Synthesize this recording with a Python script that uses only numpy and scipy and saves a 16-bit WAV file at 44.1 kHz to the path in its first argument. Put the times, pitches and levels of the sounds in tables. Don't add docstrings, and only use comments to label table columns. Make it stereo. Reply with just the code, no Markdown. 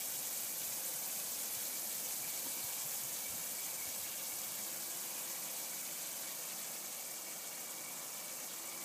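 import sys
import numpy as np
from scipy import signal
from scipy.fft import rfft, irfft
from scipy.io import wavfile

SR = 44100
rng = np.random.default_rng(int(sys.argv[2]) if len(sys.argv) > 2 else 0)


def log_audio(samples):
    frames = np.atleast_2d(samples).T
    limited = np.clip(frames, -1, 1)
    pcm = np.round(limited * 32767).astype(np.int16)
    wavfile.write(sys.argv[1], SR, pcm)


N = 389844
TIME_S = np.arange(N) / SR
BINS_HZ = np.maximum(np.arange(N // 2 + 1) * SR / N, 1)


def undb(db):
    return 10 ** (np.asarray(db) / 20)


def unit(x):
    return x / np.sqrt(np.mean(x ** 2))


def curves(rows):
    times_s, *columns = np.transpose(rows)
    return [np.interp(TIME_S, times_s, column) for column in columns]


def swells(rows):
    return sum(db * np.exp(-((TIME_S - centre_s) / half_s) ** 2) for centre_s, db, half_s in rows)


def noise():
    return rng.standard_normal(N)


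def walk(rate_hz):
    hop = 32
    pushes = rng.standard_normal(N // hop + 2)
    lowpass = signal.butter(2, min(rate_hz * hop / SR * 2, 0.9), output="sos")
    slow = unit(signal.sosfilt(lowpass, pushes))
    return np.interp(np.arange(N), np.arange(len(slow)) * hop, slow)


def flutter(low_hz, high_hz):
    highpass = signal.butter(2, low_hz, "high", fs=SR, output="sos")
    return unit(signal.sosfilt(highpass, walk(high_hz)))


def colour(x, spectrum):
    hz, db = np.transpose(spectrum)
    gain = undb(np.interp(np.log(BINS_HZ), np.log(hz), db))
    return unit(irfft(rfft(x) * gain, N))


def resonate(x, hz, width_hz):
    return unit(signal.lfilter(*signal.iirpeak(hz, hz / width_hz, fs=SR), x))


def bands(x, centres_hz):
    spectrum = rfft(x)
    return [irfft(spectrum * np.interp(BINS_HZ, centres_hz, one), N) for one in np.eye(len(centres_hz))]


def tone(hz):
    return np.sqrt(2) * np.sin(2 * np.pi * np.cumsum(hz) / SR)


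def narrow_noise(hz, half_width_hz):
    envelope = walk(half_width_hz) + 1j * walk(half_width_hz)
    return np.real(envelope * np.exp(2j * np.pi * np.cumsum(hz) / SR))


def drops(per_s, scatter_db):
    lands = rng.random(N) < per_s / SR
    size = undb(scatter_db * np.minimum(rng.exponential(size=N), 5.5))
    return unit(lands * size * np.sign(noise()))


def jets(away):
    # freq_hz, gain_db
    mist_spectrum = [(500, -62), (2500, -30), (4200, -12.5), (5400, -5), (6100, -2), (6600, -0.8),
                     (7200, 0), (7900, 1), (8800, -1.1), (9900, -3.5), (11000, -2), (12000, -1),
                     (13500, -1), (15400, -4.5)]
    # freq_hz, width_hz, below_spray_db
    nozzle_modes = [(4700, 520, 22), (6120, 130, 19.5), (6586, 130, 18.5)]
    # centre_s, change_db, half_length_s
    hiss_swells = [(0.25, 0.5, .05), (1.42, 0.5, .02), (2.95, 1.3, 0.073), (4.14, -2, 0.036),
                   (4.52, 0, 0.027)]
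    level_db = -41.5 - 4 * away + swells(hiss_swells)
    treble_db = -4 * (away - away.mean())
    mist = colour(noise() + undb(-4.5) * drops(per_s=9000, scatter_db=4), mist_spectrum)
    centres_hz = np.linspace(3000, 15000, 11)
    sputter_db = 0.2 * flutter(low_hz=7, high_hz=16) + 0.47 * walk(rate_hz=110)
    flaps = [flutter(low_hz=4.4, high_hz=24) for _ in range(len(centres_hz) + 1)]
    out = np.zeros(N)
    for hz, width_hz, below_db in nozzle_modes:
        out += resonate(noise(), hz, width_hz) * undb(1.1 * flutter(low_hz=4.8, high_hz=18) - below_db)
    for k, (hz, band) in enumerate(zip(centres_hz, bands(mist, centres_hz))):
        depth_db = 0.74 + 0.32 * np.exp(-((hz - 8000) / 2000) ** 2)
        flap_db = depth_db * (flaps[k] + flaps[k + 1])
        directivity = np.interp(hz, [7000, 11500], [0, 1])
        out += band * undb(sputter_db + flap_db + directivity * treble_db)
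    return out * undb(level_db)


def patter(away):
    # freq_hz, gain_db
    soil_spectrum = [(60, -50), (500, -19), (1200, -6), (1700, -1.5), (2050, -1), (2500, 0.5), (3000, 1),
                     (3700, 0.5), (4800, 0.5), (5600, -4), (8000, -4.5), (15000, -20)]
    level_db = -52 - 5.5 * away ** 2
    turn_db = level_db - level_db.mean()
    impacts = colour(drops(per_s=6000, scatter_db=1.5) + undb(-5) * noise(), soil_spectrum)
    centres_hz = np.geomspace(900, 7000, 9)
    out = np.zeros(N)
    for hz, band in zip(centres_hz, bands(impacts, centres_hz)):
        splash_db = 2.1 * walk(rate_hz=15)
        directivity = np.interp(hz, [1500, 3000], [0, 1])
        out += band * undb(splash_db + directivity * turn_db)
    return out * undb(level_db.mean())


def with_ground_echo(x, lag_s, sway, echo_db):
    delay_s = lag_s * (1 + sway * walk(rate_hz=0.4))
    oversampled = signal.resample_poly(x, 2, 1)
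    echo = np.interp(TIME_S - delay_s, np.arange(2 * N) / (2 * SR), oversampled)
    return x + undb(echo_db) * echo


def hollow_rush(angle_deg):
    # centre_s, rise_db, half_length_s
    surges = [(2.75, 6.5, 0.22), (3.7, 5.5, .2), (4.45, 3, 0.25), (5.2, 7, 0.33), (6.3, 5.5, .28),
              (7.97, 7, 0.3), (8.7, 7, 0.24)]
    facing_hz, hz_per_deg = 961.5, 1.0
    band = narrow_noise(facing_hz + hz_per_deg * angle_deg, half_width_hz=155)
    return band * undb(-68 + swells(surges))


def pipework(away):
    # freq_hz, gain_db
    flow_spectrum = [(25, -52), (60, -27), (100, -16.5), (145, -2), (220, 0), (275, -2), (330, -0.5),
                     (400, -5.5), (450, -2.5), (520, 1.5), (790, 0.5), (950, -4), (1400, -7.5), (3000, -39)]
    # freq_hz, width_hz, level_db
    pipe_modes = [(150, 26, -79), (213, 44, -72.5), (524, 36, -68.5), (796, 91, -69.5), (1660, 96, -69.5)]
    rush = colour(noise(), flow_spectrum) * undb(-57 + 0.15 * walk(rate_hz=3.9))
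    rings = sum(resonate(noise(), hz, width_hz) * undb(db + 2.2 * walk(rate_hz=2))
                for hz, width_hz, db in pipe_modes)
    highpass = signal.butter(3, 130, "high", fs=SR, output="sos")
    return rush + signal.sosfilt(highpass, rings) * undb(-3 * away)


def rough_whistle(away):
    # centre_s, rise_db, half_length_s
    whistle_swells = [(0.01, 6, .04), (0.5, 5, .04), (1.62, 5, 0.034), (1.74, 8, .03), (2.25, 9, .028),
                      (2.33, 9.5, .04), (2.55, 9, .06), (2.68, 6, .035), (2.78, 8.5, 0.041), (3.07, 4, .04),
                      (3.27, 9, 0.037), (3.41, 7, .03), (3.62, 9, 0.078), (3.83, 10, .075), (4.32, 7, .04),
                      (5.8, 3, 0.11), (6.26, 3, .04), (6.5, 0, .06), (7.12, 2, .11), (7.56, 4, .06),
                      (7.88, 7, .04), (8.2, 4, .09), (8.7, 6, .09)]
    stutter_db = 2 * flutter(low_hz=9, high_hz=30)
    level_db = -65 + 2.5 * away ** 2 + stutter_db
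    pitch_hz = 2282 + 24.01 * walk(rate_hz=14.2)
    whistle = narrow_noise(pitch_hz, half_width_hz=44) * undb(swells(whistle_swells))
    upper_ring = narrow_noise(pitch_hz + 547, half_width_hz=32) * undb(-6) * away
    return (whistle + upper_ring) * undb(level_db)


def pump():
    # time_s, pitch_hz, level_db
    hum_track = [(0, 329, -78), (4.64, 330, -81), (4.67, 331, -64), (4.82, 342, -67), (4.97, 351, -64.5),
                 (5.17, 346, -73), (5.3, 338, -66), (5.42, 336, -77), (6.0, 322, -76), (7.1, 328, -76),
                 (7.35, 331, -68), (7.6, 328, -80), (7.77, 314, -68), (8.1, 333, -72), (8.45, 329, -78),
                 (8.6, 331, -65), (8.72, 340, -67), (8.84, 344, -62.5)]
    pitch_hz, level_db = curves(hum_track)
    hum = tone(pitch_hz * (1 + 0.0034 * walk(rate_hz=11))) * undb(level_db + walk(rate_hz=11))
    upper_hz = 539 * (1 + 0.0092 * walk(rate_hz=13))
    return hum + tone(upper_hz) * undb(-79 + 2.7 * walk(rate_hz=3))


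def breeze():
    # freq_hz, gain_db
    rumble_spectrum = [(20, -17), (45, -10), (70, 0), (110, 4.5), (170, 2.5), (400, -34)]
    # centre_s, pitch_hz, peak_db, half_length_s
    bumps = [(0.717, 130, -59, .014), (0.95, 140, -60, .014), (1.573, 115, -57, 0.012),
             (2.213, 135, -58, 0.011), (2.647, 118, -51, 0.0073), (2.86, 152, -53, 0.01),
             (3.045, 134, -57, 0.014), (3.337, 102, -58, 0.016), (3.344, 225, -56, 0.015),
             (3.883, 90, -60, 0.018), (4.036, 80, -62, 0.012), (4.623, 211, -59, .025)]
    breeze_db, lull_db, lull_s, fade_s = -76.5, -95, 5.1, 0.25
    blowing = np.clip((lull_s - TIME_S) / fade_s, 0, 1)
    gust_db = 2.9 * blowing * walk(rate_hz=3.4)
    level_db = lull_db + (breeze_db - lull_db) * blowing + gust_db
    eddies = colour(noise(), rumble_spectrum)
    out = eddies * undb(level_db + 3.7 * walk(rate_hz=23))
    for (centre_s, hz, db, half_s), phase in zip(bumps, rng.random(len(bumps))):
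        near = np.abs(TIME_S - centre_s) < 4 * half_s
        t = TIME_S[near] - centre_s
        push = np.sin(2 * np.pi * (hz * t + phase)) + undb(-25) * eddies[near]
        out[near] += undb(db) * np.exp(-(t / half_s) ** 2) * push
    return out


def knocks():
    # start_s, gain_db
    hits = [(2.457, -41.5), (2.569, -47)]
    # freq_hz, gain_db, t60_s
    housing_modes = [(270, 0, 0.089), (335, -3, .06), (525, -8, .12), (770, -10, .06), (943, -3, 0.094),
                     (1250, -13, .08)]
    attack_s = 0.0044
    out = np.zeros(N)
    for start_s, gain_db in hits:
        t = np.maximum(TIME_S - start_s, 0)
        body = sum(np.sin(2 * np.pi * hz * t) * undb(db - 60 * t / t60_s)
                   for hz, db, t60_s in housing_modes)
        out += undb(gain_db) * (1 - np.exp(-t / attack_s)) * body
    return out


def scene():
    # time_s, angle_deg
    turn = [(0, 1), (2.9, 35), (3.2, 48), (5.5, 73), (6.7, 103), (7.3, 130), (8.84, 125)]
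    angle_deg, = curves(turn)
    away = (1 - np.cos(np.radians(angle_deg))) / 2
    spray = jets(away) + with_ground_echo(patter(away), lag_s=0.002102, sway=0.086, echo_db=-13)
    water = spray + hollow_rush(angle_deg) + pipework(away)
    mono = water + rough_whistle(away) + pump() + breeze() + knocks()
    return np.array([mono, mono])


def record(dry):
    cutoff_hz = 15350
    return signal.sosfilt(signal.ellip(12, 0.1, 70, cutoff_hz, fs=SR, output="sos"), dry)


dry = scene()
out = record(dry)
log_audio(out)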